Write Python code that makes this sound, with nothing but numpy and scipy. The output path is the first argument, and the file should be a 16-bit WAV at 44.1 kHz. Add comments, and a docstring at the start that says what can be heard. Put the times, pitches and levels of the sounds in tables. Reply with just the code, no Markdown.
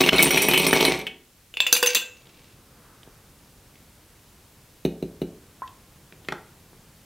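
"""Ice cubes slide from a glass pitcher into a tumbler on a hard table: each impact clacks and excites
the modes of glass and table top. Next, cubes fall back inside the pitcher and set it ringing.
Lone cubes shift, a soft rustle passes, and three dull knocks come through the table. Last, milk
poured on the ice makes a bubble resonate and shifts the cubes. All of it sounds over faint hiss and
rumble in a small hard room, through one microphone with slow gain control."""
import sys
import numpy as np
from scipy import signal
from scipy.io import wavfile
from scipy.ndimage import uniform_filter1d

SR = 44100
rng = np.random.default_rng(int(sys.argv[2]) if len(sys.argv) > 2 else 0)


def persist_wave(psi):
    """Save psi, clipped to +-1, as 16-bit WAV."""
    counts = np.round(np.clip(psi, -1, 1) * 32767).astype(np.int16)
    wavfile.write(sys.argv[1], SR, np.atleast_2d(counts).T)


N = 310905

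# rattle of ice sliding into the tumbler: t/s, level/dB
SLIDE_RATTLE = [(0.0, -19), (0.1, -19.5), (0.388, -17.5), (0.756, -18.5), (0.848, -13), (0.988, -25.5),
                (1.1, -58)]
# natural frequencies of the tumbler: f/Hz
TUMBLER_MODES_HZ = [2070, 2233, 2311, 2540, 3025, 3340, 4155, 5735, 6200, 7060, 7690, 8600, 8930, 9440,
                    9960, 11350, 11630, 12480, 13820, 14350, 15300]


def amp(db):
    """Decibels to amplitude ratio."""
    return 10 ** (np.asarray(db) / 20)


def spectrum_at(points, hz):
    """Interpolation on a logarithmic frequency axis."""
    f, value = np.transpose(points)
    return np.interp(np.log(hz + 1), np.log(f + 1), value)


def envelope(rows):
    """Amplitude envelope interpolated in decibels, silent outside its span."""
    s, db = np.transpose(rows)
    return amp(np.interp(np.arange(N) / SR, s, db, -200, -200))


def colour(x, points):
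    """Minimum-phase filter with the given magnitude spectrum."""
    log_gain = np.log(amp(spectrum_at(points, abs(np.fft.fftfreq(4096, 1 / SR)))))
    response = np.fft.ifft(np.exp(np.conj(signal.hilbert(log_gain)))).real[:2048]
    return signal.oaconvolve(x, response)[:len(x)]


def filtered(x, kind, hz, order=2):
    """Causal filter with a maximally flat passband."""
    return signal.sosfilt(signal.butter(order, hz, kind, fs=SR, output="sos"), x)


def resonator(hz, t60):
    """Filter coefficients of a damped oscillator with an impulse response of unit height."""
    r, w = 10 ** (-3 / (t60 * SR)), 2 * np.pi * hz / SR
    return [0, np.sin(w)], [1, -2 * r * np.cos(w), r * r]


def ring(x, hz, t60):
    """Forced response of one mode."""
    return signal.lfilter(*resonator(hz, t60), x)


def add(mix, s, sound):
    """Superposition: a sound joins the mix at time s."""
    part = mix[..., round(s * SR):][..., :sound.shape[-1]]
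    part += sound[..., :part.shape[-1]]


def air():
    """Noise floor: steady hiss and rumble, and a low stir that comes and goes."""
    # noise spectrum: f/Hz, relative level/dB
    spectrum = [(15, -41.5), (25, 3.5), (127, -0.5), (287, -8.5), (320, -9), (420, -11), (494, -11.5),
                (631, -15), (2580, -17), (11800, -20.5), (15100, -22.5), (16400, -29.5)]
    # swell of the stir: t/s, level/dB
    swell = [(2.1, -57), (2.29, -55.5), (4.75, -61), (4.87, -61), (5.08, -56.5), (5.37, -57), (5.95, -58.5),
             (6.22, -55.5), (7.05, -59.5)]
    steady = colour(rng.standard_normal(N), spectrum)
    stir = filtered(colour(rng.standard_normal(N), spectrum), "band", [90, 1300])
    return amp(-55.5) * steady / steady.std() + envelope(swell) * stir / stir.std()


def rustle():
    """Random amplitude modulation makes a soft patch of midrange noise flicker."""
    # rise and fall of the rustle: t/s, level/dB
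    swell = [(2.65, -78), (2.8, -62), (3.2, -66.5), (3.45, -88.5)]
    band = filtered(rng.standard_normal(N), "band", [950, 1630])
    flicker = uniform_filter1d(rng.standard_normal(N), size=1500)
    return envelope(swell) * amp(2.3 * flicker / flicker.std()) * band / band.std()


def room(x):
    """Reverberation: sparse reflections of random sign decay exponentially, each band at its own rate."""
    # reverberation time: f/Hz, t60/s
    decay = [(200, 0.53), (1000, 0.41), (4000, 0.29), (12000, 0.23)]
    taps = np.zeros(SR // 2)
    at = np.arange(250, SR // 2 - 20, 20)
    taps[at + rng.integers(0, 20, len(at))] = rng.choice([-1., 1.], len(at))
    hz, t, bands = signal.stft(taps, SR, nperseg=256)
    tail = signal.istft(bands * amp(-60 * t / spectrum_at(decay, hz)[:, None]), SR, nperseg=256)[1]
    return signal.oaconvolve(x, tail / np.linalg.norm(tail))[:N]


def table_top(push):
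    """Plate vibration: blunt forces excite a short broad thump and the low modes of the top."""
    # modes of the top: f/Hz, level/dB, t60/s
    modes = [(171, -11.5, 0.23), (197.7, -10, 0.15), (271, -7, 0.097), (311, -14.5, 0.075),
             (375.7, -4, 0.11), (430, -7, 0.077), (562, -7, 0.048), (655, -6.5, 0.057), (764, -10.5, 0.11),
             (890.7, -4, 0.025), (1120, -14, 0.11)]
    blunt = filtered(push, "low", 1500)
    thump = 1.4 * ring(blunt, 430, 0.015) + .4 * ring(blunt, 920, 0.016)
    return sum(amp(db) * ring(blunt, hz, t60) for hz, db, t60 in modes) + thump


def table_frame(push):
    """Structural resonance: changes in the smoothed force shake the frame in one deep mode."""
    jolt = 110 * np.diff(uniform_filter1d(push, size=200), prepend=0)
    return amp(-23.5) * ring(jolt, hz=62, t60=0.42)


def bubbles():
    """Bubble resonance: air trapped in milk pulsates, rising in pitch as it nears the surface."""
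    # damped pulsations: t/s, level/dB, first f/Hz, last f/Hz, t60/s
    pulsations = [(5.62, -24, 984, 1094, 0.086), (5.624, -35, 1183, 1944, 0.062)]
    sound, t = np.zeros(N), np.arange(6000) / SR
    for s, db, first_hz, last_hz, t60 in pulsations:
        hz = first_hz + (last_hz - first_hz) * np.minimum(t / 0.0153, 1)
        add(sound, s, amp(db - 60 * t / t60) * np.sin(2 * np.pi * np.cumsum(hz) / SR))
    return sound


def chatter(decay_s):
    """Inelastic impact: a first contact, then tiny rebounds that die away; unit energy."""
    t, luck = np.arange(1500) / SR, rng.random((2, 1500))
    burst = (luck[0] < .12) * (2 * luck[1] - 1) * np.exp(-t / decay_s)
    burst[0] = 0.9
    return burst / np.linalg.norm(burst)


def shifting_cubes():
    """Heavily damped modes make lone cubes snap and clack; returns sound and force on the table."""
    # shifts: t/s, clack level/dB, clack f/Hz, thud level/dB, snap level/dB
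    shifts = [(2.27, -35.5, 3080, -51.5, -49.5), (3.032, -40, 3490, -62.5, -38.5),
              (3.075, -47, 1620, -48.5, -56), (3.756, -43, 2400, -67, -45), (5.677, -31, 3150, -64, -49),
              (6.124, -35.5, 2370, -49.5, -44), (6.249, -41, 3520, -56, -45), (6.286, -11, 2410, -32, -58),
              (6.323, -11, 1370, -33, -22.5), (6.731, -51, 1660, -51.5, -58)]
    sound, push = np.zeros((2, N))
    for s, clack_db, ice_hz, thud_db, snap_db in shifts:
        hit = chatter(0.0028)
        snap = ring(hit, 3360, 0.0045) + .5 * ring(hit, 5030, 0.001)
        clack = ring(hit, ice_hz, .004) + 0.35 * ring(hit, 1.14 * ice_hz, .004)
        add(sound, s, amp(snap_db) * snap + amp(clack_db) * clack)
        push[round(s * SR)] += amp(thud_db + 1)
    return np.array([sound, push])


def knocks():
    """A padded blow has a long contact time, so it is dull; returns its tick and force on the table."""
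    # blows: t/s, thud level/dB, tick level/dB
    blows = [(4.851, -12, -11), (5.026, -18.5, -22), (5.217, -17, -18.5)]
    sound, push = np.zeros((2, N))
    pulse = np.hanning(round(0.0019 * SR))
    for s, thud_db, tick_db in blows:
        hit = chatter(0.0068)
        tick = (hit + 0.18 * ring(hit, 2930, 0.012) + 0.31 * ring(hit, 3970, 0.0062)
                + 0.11 * ring(hit, 6300, 0.0044) + 0.03 * ring(hit, 9000, 0.027))
        add(sound, s, amp(tick_db) * tick)
        add(push, s, -amp(thud_db) * pulse / pulse.sum())
    return np.array([sound, push])


def glass_wall(drives, modes_hz, modes, full_s=0, t60_share=1):
    """Modal vibration with contact damping: from full_s on, packed ice scales each t60 by t60_share."""
    # loose cubes lean on the glass, so each mode flutters, the high ones most
    flutters = uniform_filter1d(rng.standard_normal((len(modes), drives.shape[1] // 64 + 1)), 6, axis=1)
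    flutters = uniform_filter1d(np.repeat(flutters, 64, axis=1)[:, :drives.shape[1]], 64, axis=1)
    sound, full = 0, round(full_s * SR)
    for drive, flutter, hz, (db, t60) in zip(drives, flutters, modes_hz, modes):
        free, state = signal.lfilter(*resonator(hz, t60), drive[:full], zi=np.zeros(2))
        packed, _ = signal.lfilter(*resonator(hz, t60 * t60_share), drive[full:], zi=state)
        depth = 2.6 * (hz / 8000) ** .8
        sound += amp(db) * (1 + depth * flutter) * np.concatenate([free, packed])
    return sound


def crunch(cracks, rattle, low_cut_hz):
    """Modal overlap: countless short modes of ice and glass blur each contact into noise."""
    # contact spectrum of ice on ice: f/Hz, level/dB
    spectrum = [(82, -40.5), (140, -0.5), (433, -1), (1570, -16.5), (2250, 6), (6690, -6.5), (9180, -14),
                (10600, -26), (16000, -20.5)]
    t = np.arange(3000) / SR
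    response = amp(-17.5 - 60 * t / 0.025) * rng.standard_normal(len(t))
    response[0] = 1
    bright = filtered(cracks, "band", [3300, 9000], order=1)
    grit = filtered(colour(2 * rattle, spectrum), "high", low_cut_hz)
    return signal.oaconvolve(bright + grit, response)[:len(cracks)]


def ice_on_glass(blows, rattle_curve, modes_hz, modes, rattle_db, crack_db, push_db, mid_db,
                 low_cut_hz, body_hz=0, **damping):
    """Impact excitation: glass rings, ice clacks and cracks; returns sound and force on the table."""
    n, hz = round(2.6 * SR), np.array(modes_hz)
    drives = np.zeros((len(hz), n))
    clacks, cracks, push = np.zeros((3, n))
    for s, clack_db, thud_db, ring_db, favoured_hz, ice_hz, chatter_s in blows:
        hit = chatter(chatter_s)
        favour = np.exp(-(np.log(hz / favoured_hz) / 0.017) ** 2)  # the spot struck selects high modes
        lower_db = np.where(hz < body_hz, thud_db - 3, clack_db + mid_db)
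        mode_db = np.where(hz > 4500, ring_db - 11.5 + 15 * favour, lower_db)
        add(drives, s, amp(mode_db + 2.5 * rng.standard_normal(len(hz)))[:, None])
        clack = ring(hit, ice_hz, 0.0088) + 0.077 * ring(hit, ice_hz * rng.uniform(0.8, 1.9), 0.018)
        add(clacks, s, amp(clack_db + 2.5) * clack)
        add(cracks, s, (amp(ring_db + crack_db) + amp(clack_db - 4)) * hit)
        push[round(s * SR)] += amp(thud_db + push_db)
    strength = amp(5.63 * np.minimum(rng.exponential(1, n), 4))
    contacts = rng.random(n) < 550 / SR  # about 550 a second
    rattle = strength * contacts * rng.choice([-1, 1], n) * envelope(rattle_curve)[:n]
    drives += amp(rattle_db) * rattle * (rng.random(drives.shape) < .3)  # each excites a few modes
    sound = glass_wall(drives, hz, modes, **damping) + clacks + crunch(cracks, rattle, low_cut_hz)
    push += amp(push_db - 14.5) * rattle
    return np.pad([sound, push], ((0, 0), (0, N - n)))


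def pitcher():
    """Cubes fall back and excite the pitcher's modes; its sound is thin in the bass."""
    # impacts: t/s, clack, thud and ring level/dB, favoured f/Hz, clack f/Hz, chatter decay/s
    landings = [(1.54, -28, -57.5, -48, 7050, 2840, .004), (1.548, -41, -60.5, -59, 7476, 3500, .003),
                (1.5708, -14.5, -53, -44, 7060, 2800, 0.0027),
                (1.6034, -2.5, -64, -22.5, 7550, 3540, 0.0026), (1.6662, -8.5, -52, -20, 7140, 2820, 0.011),
                (1.727, -9, -26, -1, 6290, 1600, 0.0016), (1.7524, -10, -48, -27, 6620, 3845, .0095),
                (1.7654, -9, -48.5, -10.5, 5800, 2700, .006), (1.8277, -6, -16.5, -10, 11650, 1690, .0036),
                (1.8357, -7, -25, -18, 6370, 2810, 0.0021), (1.861, -12, -60, -8, 11730, 2775, 0.0018),
                (1.8714, -8.5, -58, -14, 6180, 2840, 0.0069), (1.948, -33, -49.5, -6, 9100, 2712, .004),
                (1.953, -3, -64, -14, 7560, 3930, .008), (1.9685, -8, -33.5, -16, 6090, 2840, 0.0039),
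                (2.0181, -30, -39, -34, 6900, 2700, 0.0045)]
    # rattle of tumbling ice: t/s, level/dB
    rattle = [(1.56, -84), (1.608, -44), (1.716, -33), (1.748, -55), (1.846, -74), (1.885, -19.5),
              (2.066, -51.5), (2.53, -54.5)]
    # natural frequencies: f/Hz
    modes_hz = [493, 1570, 2410, 2530, 2662, 2835, 3495, 4320, 4705, 5120, 6185, 6315, 6815, 7050, 7557,
                8960, 9720, 10890, 11350, 11740, 12830, 13190, 13700, 15630]
    # the same modes: level/dB, t60/s
    modes = [(2, 0.27), (0.5, 0.2), (-29, .2), (-8.5, 0.34), (3, 0.3), (-2.5, 0.2), (9, 0.071), (-13, .1),
             (-8, 0.25), (-17.5, 0.08), (-2.5, 0.1), (-18.5, 0.014), (-27.5, 0.56), (-8.5, 0.0857),
             (-8, 0.18), (-16, 0.14), (-17.5, 0.21), (-11, .08), (-15.5, 0.076), (-14, 0.052),
             (-16.5, 0.0917), (-44, 0.102), (-11, 0.17), (-15.5, .06)]
    fall = ice_on_glass(landings, rattle, modes_hz, modes, rattle_db=-33.5, crack_db=17, push_db=-52.5,
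                        mid_db=-19.5, low_cut_hz=1580, body_hz=1800, full_s=1, t60_share=1)
    return filtered(fall, "high", 260)


def light_landings(count=22, first_s=0.045, last_s=1.01, chatter_s=0.021):
    """Random excitation: softer impacts follow the rattle's level, each favouring one high mode."""
    timing, pitch, spot = rng.random((count, 3)).T
    s = first_s + (last_s - first_s) * (np.arange(count) + timing) / count
    rattle_db = np.interp(s, *np.transpose(SLIDE_RATTLE))[:, None]
    levels_db = rattle_db + (9, -6, -7.5) - 0.5 * rng.standard_normal((count, 3))  # clack, thud, ring
    high_hz = np.array([hz for hz in TUMBLER_MODES_HZ if hz > 4500])
    favoured_hz = high_hz[(spot * len(high_hz)).astype(int)]
    ice_hz = 2060 * (3000 / 2060) ** pitch
    return np.column_stack([s, levels_db, favoured_hz, ice_hz, np.full(count, chatter_s)]).tolist()


def tumbler():
    """Poured cubes excite the tumbler's modes, then damp them once it is packed with ice."""
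    # hard impacts: t/s, clack, thud and ring level/dB, favoured f/Hz, clack f/Hz, chatter decay/s
    landings = [(0.0162, -12, -29.5, -27, 5817, 2273, .002), (0.0361, -6, -25.5, -33, 5746, 2866, .006),
                (0.0897, 5, -15.5, -51, 8260, 2913, .006), (0.1225, 1.5, -5.5, -28.5, 11120, 1308, .003),
                (0.1825, -2.5, -36, -21, 9330, 3730, .003), (0.1915, -1.5, -17, -16, 5530, 2250, .017),
                (0.2264, -9, -25, -3.5, 8815, 3800, .004), (0.3071, -3.5, -29, -13.5, 5760, 2400, .008),
                (0.3734, 2, -25, -11.5, 11200, 2402, .01), (0.4194, -7, -22, -5.5, 10130, 2323, .008),
                (0.4858, -2.5, -9, -11.5, 13250, 2470, .012), (0.5354, 3, -13, -14, 13940, 2555, .017),
                (0.5763, 0, -26.5, -10, 11160, 2930, .003), (0.6152, -24, -33.5, -17.5, 7670, 2230, .006),
                (0.6694, -12, -20.5, -8.5, 6240, 2470, .005), (0.7295, 2.5, -3.5, -12.5, 5684, 1810, .003),
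                (0.8057, -3, -33.5, -25.5, 7030, 3300, .0045), (0.851, 1, -35.5, -11.5, 9950, 4012, .004),
                (0.8814, -5, -8, -38, 7514, 2110, .004), (1.0676, -8.5, -32, -40.5, 6140, 3024, .0067)]
    # modes, in the order of TUMBLER_MODES_HZ: level/dB, t60/s
    modes = [(-12, .1), (-2, 0.4), (-6, 0.11), (-2, 0.38), (-2, 0.3), (-5, 0.14), (-7.5, 0.3), (-14, 0.47),
             (-25, .08), (-18.5, 0.043), (-13, 0.31), (-15.5, 0.15), (-10, 0.46), (-14, 0.338),
             (-8.5, 0.12), (-10, 0.08), (-5.5, 0.052), (-10.5, 0.017), (-9, .06), (-5.5, 0.067),
             (-5, 0.0535)]
    return ice_on_glass(landings + light_landings(), SLIDE_RATTLE, TUMBLER_MODES_HZ, modes,
                        rattle_db=-30.5, crack_db=12.5, push_db=-5, mid_db=-21.5, low_cut_hz=150,
                        full_s=0.88, t60_share=0.35)


def scene():
    """Superposition of direct sound, reverberation and background, alike in both channels."""
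    sound, push = tumbler() + pitcher() + knocks() + shifting_cubes()
    # small sources radiate no deep bass
    direct = filtered(sound + bubbles() + table_top(push), "high", 175, order=4)
    t = np.arange(N) / SR
    # the level dips briefly after the hardest clack
    dip = amp(-13.5 * uniform_filter1d(1. * ((t > .096) & (t < .13)), size=80))
    mono = dip * (direct + table_frame(push) + amp(-9) * room(direct)) + air() + rustle()
    return np.array([mono, mono])


def record(dry):
    """Slow compression lowers the gain after loud passages; self-noise, clipping and band limit follow."""
    power = uniform_filter1d((dry ** 2).mean(0), 800)
    excess_db = np.maximum(10 * np.log10(abs(power) + 1e-12) + 35, 0)
    memory = np.exp(-1 / (.35 * SR))
    levelled = dry / amp(0.33 * signal.lfilter([1 - memory], [1, -memory], excess_db))
    hiss = amp(-62) * rng.standard_normal(dry.shape)
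    clipped = np.clip(levelled + hiss, -.97, .97)
    low_pass = signal.firwin(401, 15900, window=("kaiser", 9), fs=SR)
    return signal.oaconvolve(clipped, low_pass[None], "same").clip(-1, 1)


dry = scene()
out = record(dry)
persist_wave(out)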